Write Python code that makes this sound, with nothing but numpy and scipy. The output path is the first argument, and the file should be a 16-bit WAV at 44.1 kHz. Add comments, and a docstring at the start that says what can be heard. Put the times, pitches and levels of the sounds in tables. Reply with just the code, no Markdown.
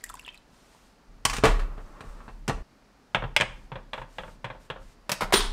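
"""A sheet-metal camping stove is put on a wooden table and shifted: chattering contacts drive its modes.
Before it the last water trickles from a bottle into a steel pot, as bubbles that ring and splashes.
Then the full pot is set on the grate and rocks on it, and the stove's gas lever is pushed home with
a spurt of hissing, whistling noise. The table sways at its lowest mode beneath a small kitchen's tone
and echo; drops, blows and sway break off within milliseconds at three instants."""
import sys
import numpy as np
from scipy import signal
from scipy.fft import rfft, irfft, next_fast_len
from scipy.io import wavfile
from scipy.ndimage import uniform_filter1d, map_coordinates

SR = 44100
rng = np.random.default_rng(int(sys.argv[2]) if len(sys.argv) > 2 else 0)


def linear_from_db(decibels):
    """Turn decibels (scalar or array-like) into linear amplitude factors; 0 gives 1."""
    return 10 ** (np.asarray(decibels, float) / 20)


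def generate_wav(signal):
    """Clip the signal to [-1, 1] and save it as 16-bit WAV at the path in sys.argv[1]."""
    frames = np.transpose(np.atleast_2d(signal))
    scaled = np.clip(frames, -1, 1) * 32767
    pcm = np.round(scaled).astype(np.int16)
    wavfile.write(sys.argv[1], SR, pcm)


N = 243520


def unit(x):
    """Normalisation to a root-mean-square of 1."""
    return x / np.sqrt(np.mean(x ** 2) + 1e-20)


def along(points, hz):
    """Interpolation of (Hz, value) points on a logarithmic frequency axis."""
    f, v = np.transpose(points)
    return np.interp(np.log(hz + 1), np.log(f + 1), v)


def curves(rows):
    """Linear interpolation in time: one value per sample for each column after the time."""
    s, *columns = np.transpose(rows)
    return [np.interp(np.arange(N) / SR, s, column) for column in columns]


def during(rows):
    """A rectangular gate: true from the first to the last time of the rows."""
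    t = np.arange(N) / SR
    return (t >= rows[0][0]) & (t <= rows[-1][0])


def wobble(rate):
    """Slow random fluctuation: a smooth curve through random knots, rate of them per second."""
    knots = rng.standard_normal(int(N * rate / SR) + 4)
    return map_coordinates(knots, [np.arange(N) * rate / SR])


def filtered(x, response):
    """Linear filtering: the spectrum of x times a complex response of frequency."""
    m = next_fast_len(len(x) + SR // 4)
    return irfft(rfft(x, m) * response(np.fft.rfftfreq(m, 1 / SR)), m)[:len(x)]


def noise(spectrum):
    """Coloured noise: white noise shaped by (Hz, dB) points, at rms 1."""
    return unit(filtered(rng.standard_normal(N), lambda hz: linear_from_db(along(spectrum, hz))))


def causal(gain):
    """Minimum phase: folding the cepstrum lets nothing sound before the blow."""
    cepstrum = irfft(np.log(gain + 1e-6))
    cepstrum[1:len(cepstrum) // 2] *= 2
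    cepstrum[len(cepstrum) // 2 + 1:] = 0
    return np.exp(rfft(cepstrum))


def ringing(modes, hz, spread_db):
    """Modal superposition: damped resonances, each excited at a new random strength."""
    total = 0
    for k, (centre, db, t60) in enumerate(modes):
        width = np.log(1000) / np.pi / t60  # Hz; a longer decay is a narrower resonance
        strength = (-1) ** k * linear_from_db(db + spread_db * rng.standard_normal())
        damping = 1j * hz * width
        total = total + strength * damping / (centre * centre - hz * hz + damping)
    return total


def kitchen(x, wet_db):
    """Reverberation: the sound plus a diffuse echo whose decay depends on frequency."""
    # Each row: frequency in Hz, decay time (60 dB) in seconds
    decay = [(100, 0.41), (1000, 0.44), (4000, 0.36), (9000, 0.34), (16000, 0.08)]
    hz, t, z = signal.stft(rng.standard_normal(SR // 2), SR, nperseg=256)
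    fading = linear_from_db(-60 * t / along(decay, hz)[:, None])
    tail = signal.istft(z * fading, SR, nperseg=256)[1]
    tail *= np.clip(np.arange(len(tail)) / (SR * 0.0022), 0, 1)  # the echo builds up over 2.2 ms
    return x + linear_from_db(wet_db) * signal.fftconvolve(x, tail / np.linalg.norm(tail))[:len(x)]


def add(out, s, sound):
    """Superposition at time s; a 4 ms fade ends the sound at the next break."""
    # The instants, in seconds, at which sounds break off
    breaks = [.845, 2.627, 4.93]
    start = round(s * SR)
    end = min([round(b * SR) for b in breaks if b > s] + [N + SR])
    left = (end - start - np.arange(len(sound))) / SR
    out[start:][:len(sound)] += (sound * np.clip(left / .004, 0, 1))[:N - start]


def trickle():
    """Bubble acoustics in bulk: many tiny decaying bubbles, smaller ones fainter, merge into a fizz."""
    # Each row: time in seconds, relative level of the fizz in dB
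    fizz_level = [(0.0, -53.5), (0.218, -51), (0.348, -54), (0.5, -101)]
    when, pitch, size = rng.random((450, 3)).T
    start = (when * fizz_level[-1][0] * SR).astype(int)
    hz = 1500 * 7.5 ** pitch[:, None]
    u = np.arange(400) / SR
    grains = linear_from_db(16 * size ** 2)[:, None] * np.sin(2 * np.pi * hz * u) * np.exp(-u * hz / 4.5)
    fizz = np.bincount((start[:, None] + np.arange(len(u))).ravel(), grains.ravel(), N)
    gate = during(fizz_level)
    return linear_from_db(curves(fizz_level)[0] - 5.5) * gate * fizz / np.std(fizz[gate])


def room_tone():
    """Stationary coloured noise for the air, and a faint amplitude-modulated hiss that comes and goes."""
    # Each row: frequency in Hz, level in dB per Hz (before scaling to rms 1)
    air = [(24, -36), (40, 7), (85, -17.5), (118, -32), (163, -6.5), (269, -4), (297, -9.5), (479, -10),
           (646, -10.5), (990, -12.5), (1300, -14), (1760, -17.5), (3470, -25.5), (4680, -23),
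           (16000, -43.5)]
    # Each row: frequency in Hz, level in dB per Hz (before scaling to rms 1)
    hiss_colour = [(1470, 4), (2500, 2.5), (4410, 0.5), (8660, -1.5), (11200, -11), (13800, -10),
                   (16000, -25)]
    # Each row: start in seconds, length in seconds, relative level in dB
    swell_rows = [(0.454, 0.53, -61), (1.676, 0.49, -65), (2.0, .03, -82), (2.011, 0.41, -64),
                  (3.497, 0.2, -66), (3.924, 0.13, -62), (4.059, 0.33, -59), (4.442, .03, -74),
                  (4.59, 0.1, -60), (4.786, 0.18, -61)]
    edge = 0.23  # share of a swell spent rising, and again fading
    t = np.arange(N) / SR
    swells = 0
    for s, length, db in swell_rows:
        rise_and_fade = np.minimum(t - s, s + length - t) / (edge * length)
        swells = swells + linear_from_db(db - 1.5) * np.clip(rise_and_fade, 0, 1)
    return linear_from_db(-59) * noise(air) + swells * linear_from_db(0.53 * wobble(15)) * noise(hiss_colour)


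def table():
    """Damped vibration: jolts sway the table at its lowest mode, felt through the microphone stand.

    A rumble of the legs and a low hum follow the power of the sway."""
    # Each row: start in seconds, level in dB (before the slow rise), frequency in Hz, decay time in seconds
    jolts = [(0.039, -39.5, 37.8, 0.57), (0.219, -56, 37.5, 0.47), (.6, -66, 40, 0.43), (.84, -53, 40, .5),
             (1.038, -46, 36.6, 1.7), (1.255, -23.5, 38.5, 0.42), (1.345, -24.5, 37.4, 0.45),
             (1.444, -13, 33.2, 0.83), (2.02, -31, 35.45, 0.83), (2.299, -35, 36.1, 1.3),
             (2.48, -23, 34, 0.62), (3.147, -30, 37.8, 0.97), (3.409, -31.5, 38.1, 0.75),
             (3.589, -39.5, 33.86, 0.73), (3.73, -40.5, 34.1, .9), (3.94, -40, 36, .8),
             (4.191, -35, 36, 0.71), (4.45, -44, 37.7, 1.1), (4.711, -38.5, 36.8, 0.9),
             (4.931, -46, 38, 0.48), (5.12, -41, 34.5, .6), (5.214, -29.5, 34, 0.55),
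             (5.338, -25, 31.6, 2.3)]
    # Each row: frequency in Hz, level in dB per Hz (before scaling to rms 1)
    hum_colour = [(50, -27.5), (90, -1), (140, 0.5), (200, -3), (450, -16.5), (900, -53)]
    rise_s, rest_db = 0.034, -62.5
    sway, power, t = np.zeros(N), np.full(N, linear_from_db(2 * rest_db)), np.arange(SR) / SR
    for s, db, hz, t60 in jolts:
        size = linear_from_db(db - 60 * t / t60) * (1 - np.exp(-t / rise_s)) ** 2
        add(sway, s, np.sqrt(2) * size * np.sin(2 * np.pi * (hz * t + rng.random())))
        add(power, s, size ** 2)
    sway_db = 10 * np.log10(power)
    legs = noise([(10, -19.0), (20, 13.0), (50, 5.5), (75, -5), (120, -54.0)])  # (Hz, dB)
    rumble = unit(linear_from_db(1.9 * wobble(31)) * legs)
    # the hum lies at -53.5 dB for a sway of -37 dB and grows 0.52 dB per dB of sway
    hum_db = -53.5 + 0.52 * (sway_db + 37) + 1.4 * wobble(45)
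    return sway + linear_from_db(sway_db - 5) * rumble + linear_from_db(hum_db) * noise(hum_colour)


def drops():
    """Bubble resonance: each drop closes a bubble of rising pitch, and its splash rings the filled pot. The
    last row, at 0.749 s, is a lone small knock made the same way."""
    # Each row: time in seconds, relative level in dB, bubble pitch at its start in Hz,
    # relative splash level against the bubble in dB
    drop_rows = [(0.04, -25, 1820, 6.5), (0.063, -39, 2050, 3), (0.093, -40, 3450, 8),
                 (0.099, -26.5, 1315, -1.5), (0.141, -28, 1048, -4), (0.154, -32, 880, -4),
                 (0.195, -32.5, 2700, -2), (0.242, -43, 1350, -15), (0.249, -35.5, 3300, -30),
                 (0.263, -32.5, 2920, -9), (0.278, -35, 947, -24), (0.28, -23.5, 2606, -23),
                 (0.289, -26.5, 3050, -34), (0.321, -48, 2630, -14), (0.255, -43, 2800, -15),
                 (0.27, -41, 2780, -20), (0.336, -47, 2580, -7), (0.345, -32.5, 2490, -11),
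                 (0.376, -40.5, 3950, -4.5), (0.303, -43, 2950, -20), (0.105, -35, 1140, -4),
                 (0.749, -44, 870, -8)]
    # (Hz, dB per Hz)
    spray_colour = [(600, -24), (1500, -14), (5000, -9), (6600, -6), (7300, 0), (8500, 0), (9500, -6),
                    (12000, -9), (16000, -16)]
    # (Hz, dB, decay time s)
    filled_pot = [(1000, 0, .06), (1400, -5, .04), (1950, -2, .07), (2620, -2, .06), (3600, -5, .03),
                  (5700, -8, .02)]
    t60 = 0.021  # s, of bubble and splash
    out, t = np.zeros(N), np.arange(SR // 4) / SR
    for s, db, hz, splash_db in drop_rows:
        smooth = uniform_filter1d(uniform_filter1d(rng.standard_normal(len(t)), size=30), size=30)
        envelope = linear_from_db(-60 * t / t60 + 3 * unit(smooth)) * (1 - np.exp(-t / 0.00019))
        bubble = envelope * np.sin(2 * np.pi * hz * t * (1 + 0.042 * t / t60))
        spray = unit(filtered(rng.standard_normal(len(t)), lambda f: linear_from_db(along(spray_colour, f))))
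        drop = linear_from_db(db - 2.5) * (bubble + linear_from_db(splash_db - 6.0 - 60 * t / t60) * spray)
        drop = drop + linear_from_db(4) * filtered(drop, lambda f: ringing(filled_pot, f, spread_db=3))
        add(out, s - .0005, kitchen(drop, wet_db=-14.0))
    return out


def blows(rows, modes, colour, linger, click_share, ring_db, push_db, thud_hz, wet_db, trim_db):
    """Impact excitation: bursts of chattering contact drive a body's broad response and its modes."""
    out, t = np.zeros(N), np.arange(16384) / SR
    hz = np.fft.rfftfreq(len(t), 1 / SR)
    low = 1 / (1 + 1j * hz / 900)  # low-pass at 900 Hz
    for s, db, thud_db, edge_db, t60 in rows:
        # the first touch stands out of the chatter, more so in hard blows
        crack = linear_from_db(3 + 0.3 * (db + 1) - 60 * t / 0.007)
        chatter = rng.standard_normal(len(t)) * (1 - np.exp(-t / (0.006 * t60))) * (1 + crack)
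        brief = chatter * linear_from_db(-60 * t / t60)
        # heavy parts keep shaking after the treble has died
        lingering = chatter * linear_from_db(-60 * t / (linger * t60))
        contact = rfft(brief) * (1 - low) + rfft(lingering) * low
        contact = contact + linear_from_db(push_db) * np.linalg.norm(brief) * low  # one blunt push begins it
        # a flat landing adds thud, a hard edge adds click and, more so, treble
        click_db = click_share * edge_db
        tilt = along([(thud_hz, thud_db), (2.0 * thud_hz, 0), (1400, 0), (2400, click_db),
                      (4200, click_db), (5000, edge_db)], hz)
        body = causal(linear_from_db(along(colour, hz) + tilt))
        z = contact * body * (3 + linear_from_db(ring_db) * ringing(modes, hz, spread_db=3))
        # the level is set by the middle band in the first 8 ms
        first = irfft(z * (hz > 500) * (hz < 4500))[:round(SR * .008)]
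        blow = linear_from_db(db + trim_db) * irfft(z) / np.sqrt(np.mean(first ** 2))
        add(out, s, kitchen(blow, wet_db))
    return out


def stove():
    """Impact of thin sheet metal on wood: the stove's panels ring in their modes."""
    # Each row: start in seconds, relative level in dB, extra thud in dB, extra edge in dB,
    # chatter decay time in seconds
    stove_blows = [(1.252, -7, -4.5, 10, 0.053), (1.285, -33, -2.5, 10, 0.111),
                   (1.298, -18.5, -5.5, 7, 0.081), (1.332, -19, -4, 7, 0.17),
                   (1.366, -22.5, -17, 5.5, 0.075), (1.384, -25, 8, 3.5, .039),
                   (1.427, -27, -13, -25, 0.12), (1.437, -5, 8.5, -2.8, 0.16), (1.454, -8, -0.5, 0.5, 0.05),
                   (1.467, -14, 2, -2.5, 0.23), (1.594, -27, -20, -6.5, 0.16), (1.778, -35, 5.5, -27, 0.15),
                   (2.007, -30.5, 3.5, -3.5, .067), (2.039, -40.5, 13, -9, 0.13),
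                   (2.204, -37.5, -14, -30, 0.072), (2.28, -32.5, 6.5, -21, 0.1),
                   (2.479, -19, 8, 9.5, 0.067), (2.488, -22, 10, 1, 0.049), (2.496, -14, 8.5, -9, 0.079)]
    # Each row: frequency in Hz, relative strength in dB, decay time in seconds
    stove_modes = [(125, 6, .16), (339, 4, .1), (440, 7, .04), (578, 4, .07), (807, 2, .07), (930, 5, .07),
                   (1130, 5, .07), (1367, 3, .07), (1852, 2, .06), (2191, 3, .06), (2676, 3, .05),
                   (3365, 1, .04), (4210, 1, .05), (6600, 3, .04)]
    # Each row: frequency in Hz, relative gain of the broad body in dB
    stove_colour = [(35, -36.5), (70, 3), (150, -6.5), (250, -5.5), (400, -11), (700, -5.5), (1100, -2),
                    (1600, -6), (2600, -9.5), (5000, -17.5), (8500, -21), (12000, -34), (16000, -39)]
    return blows(stove_blows, stove_modes, stove_colour, linger=1.11, click_share=0.36, ring_db=1.5,
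                 push_db=-3.5, thud_hz=490, wet_db=-12.0, trim_db=-9.5)


def slide():
    """Friction excitation: the feet, dragged on wood, rub unevenly and keep the panels murmuring."""
    # Each row: time in seconds, relative level in dB
    drag = [(1.62, -48), (1.78, -46), (1.89, -51.5), (2.02, -48.5), (2.2, -50.5), (2.27, -53), (2.36, -80)]
    # (Hz, dB, decay time s)
    panels = [(300, -3, .01), (600, 0, .015), (850, -2, .015), (1130, 3, .022), (1350, -2, .018),
              (1850, -9, .008), (2600, -19, .004)]
    rub = rng.standard_normal(N) * linear_from_db(3.5 * wobble(25))
    murmur = unit(filtered(rub, lambda hz: ringing(panels, hz, spread_db=1)))
    return linear_from_db(curves(drag)[0] - 2.5) * during(drag) * murmur


def rocking():
    """Repeated impact: each rock of the pot taps the grate three times, harder taps being brighter."""
    # Each row: first tap in seconds, its relative level in dB, wait for the rebound in seconds,
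    # relative level of the rebound in dB, relative level of the last tap in dB
    rocks = [(3.718, -25, 0.038, -25, -40), (3.933, -18, 0.045, -24, -25.5),
             (4.184, -19.5, 0.051, -28, -34), (4.444, -19, .057, -24, -34.5),
             (4.701, -20, 0.06, -30.5, -44)]
    taps = []
    for s, first_db, wait, rebound_db, last_db in rocks:
        # the last tap comes 1.85 waits after the first
        for later, db in [(0, first_db), (wait, rebound_db), (1.85 * wait, last_db)]:
            edge_db = -6 + 2.07 * (db + 23.5)
            taps.append((s + later, db, 0.5, edge_db, 0.067))  # thud 0.5 dB, chatter 0.067 s
    return taps


def pot():
    """Impact of a loaded shell: the full pot lands and rocks on the grate, its low parts lingering."""
    # Each row: start in seconds, relative level in dB, extra thud in dB, extra edge in dB,
    # chatter decay time in seconds
    pot_blows = [(3.147, -6.5, -1.5, 2, 0.06), (3.161, -27.5, 6, 7.5, 0.033),
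                 (3.223, -20.5, 4.5, -18, 0.037), (3.239, -22, 9.5, -13.5, 0.052),
                 (3.364, -1.5, -10.5, 21, 0.043), (3.401, -13.5, 6.5, 12, 0.031),
                 (3.41, -6.5, -15, 17, 0.03), (3.418, -10.5, 1, 8.5, 0.035)]
    # Each row: frequency in Hz, relative strength in dB, decay time in seconds
    pot_modes = [(126, 9, .15), (210, 6, .1), (528, 5, .07), (690, 4, .06), (900, 5, .06), (1240, 7, .06),
                 (1655, 7, .055), (2150, 6, .05), (2600, 2, .04), (3010, 5, .04), (3370, 5, .035),
                 (3850, 6, .04)]
    # Each row: frequency in Hz, relative gain of the broad body in dB
    pot_colour = [(35, -31), (80, 1), (140, 3.5), (300, -7), (550, 4), (1100, 2.5), (2200, -0.5),
                  (3400, -3), (4150, -12.5), (4500, -21), (6500, -29.5), (8500, -30), (10500, -44),
                  (16000, -49)]
    return blows(pot_blows + rocking(), pot_modes, pot_colour, linger=2.18, click_share=0.45, ring_db=1.0,
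                 push_db=-4.5, thud_hz=280, wet_db=-15.0, trim_db=-10.5)


def lever():
    """Impact of a small mechanism: the pushed gas lever knocks and rings in its modes."""
    # Each row: start in seconds, relative level in dB, extra thud in dB, extra edge in dB,
    # chatter decay time in seconds
    lever_blows = [(5.094, -16, -2, 4, 0.063), (5.117, -15.5, 3, 12.5, 0.069),
                   (5.208, -15.5, -1, -1.5, 0.12), (5.219, -15.5, 2.5, -9, 0.071),
                   (5.231, -23, 12.5, 1, 0.09), (5.307, -31, -14, -9, .027), (5.324, -9.5, -3, -4.5, 0.088),
                   (5.33, -16.5, 2, 19, 0.1), (5.337, -14, 8, 7, 0.09)]
    # Each row: frequency in Hz, relative strength in dB, decay time in seconds
    lever_modes = [(200, 1, .1), (412, 5, .25), (588, 7, .08), (684, 7, .05), (952, 3, .08), (1250, 8, .08),
                   (2190, 3, .07), (2640, 1, .06), (3740, 4, .06), (4220, 4, .06)]
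    # Each row: frequency in Hz, relative gain of the broad body in dB
    lever_colour = [(35, -38), (60, -19), (198, -8), (301, -14), (579, -3), (621, -3.5), (1410, -6),
                    (2410, -11.5), (12700, -29.5), (16000, -35)]
    return blows(lever_blows, lever_modes, lever_colour, linger=1.13, click_share=0.67, ring_db=-2.0,
                 push_db=-10, thud_hz=303, wet_db=-12.5, trim_db=-9)


def gas():
    """Jet noise and resonance: as the canister seats, a spurt of gas hisses and whistles in the valve."""
    # Each row: time in seconds, relative hiss level in dB, relative whistle level in dB
    spurt = [(5.337, -19, -43), (5.341, -13, -29.5), (5.352, -24, -32), (5.373, -23.5, -29),
             (5.423, -30, -50), (5.52, -45.5, -74)]
    # Each row: frequency in Hz, level in dB per Hz (before scaling to rms 1)
    hiss_colour = [(120, -32), (200, -5.5), (360, -10.5), (409, 4), (509, -20.5), (933, -5), (2650, -12.5),
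                   (3370, -4), (6640, -19), (9230, -19), (16000, -52)]
    # Each row: frequency in Hz, relative strength in dB, decay time in seconds
    valve = [(3480, -10, .15), (9076, 0, .09), (13120, -7.5, .15), (15350, -16, .07)]
    hiss_db, whistle_db = curves(spurt)
    hiss = linear_from_db(hiss_db + 1.5 + 0.46 * wobble(60)) * noise(hiss_colour)
    whistle = unit(filtered(rng.standard_normal(N), lambda hz: ringing(valve, hz, spread_db=1)))
    return during(spurt) * (hiss + linear_from_db(whistle_db + 3.7) * whistle)


def scene():
    """Linear superposition of all sources in one channel."""
    water = trickle() + drops()
    metal = stove() + slide() + pot() + lever()
    return (water + metal + gas() + table() + room_tone())[None]


def roll_off(x):
    """The treble ends steeply here."""
    return signal.sosfilt(signal.butter(12, 16850, fs=SR, output="sos"), x)


def record(dry):
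    """Saturation and band-limiting: the loudest peaks are clipped and the top treble is lost."""
    clipped = dry / (1 + np.abs(dry / .53) ** 8) ** (1 / 8)
    treble_loss = [(15600, -1.5), (16000, -19.5), (16800, -33.5)]  # (Hz, dB)
    dulled = filtered(clipped[0], lambda hz: linear_from_db(along(treble_loss, hz)))
    return roll_off(dulled[None])


dry = scene()
out = record(dry)
generate_wav(out)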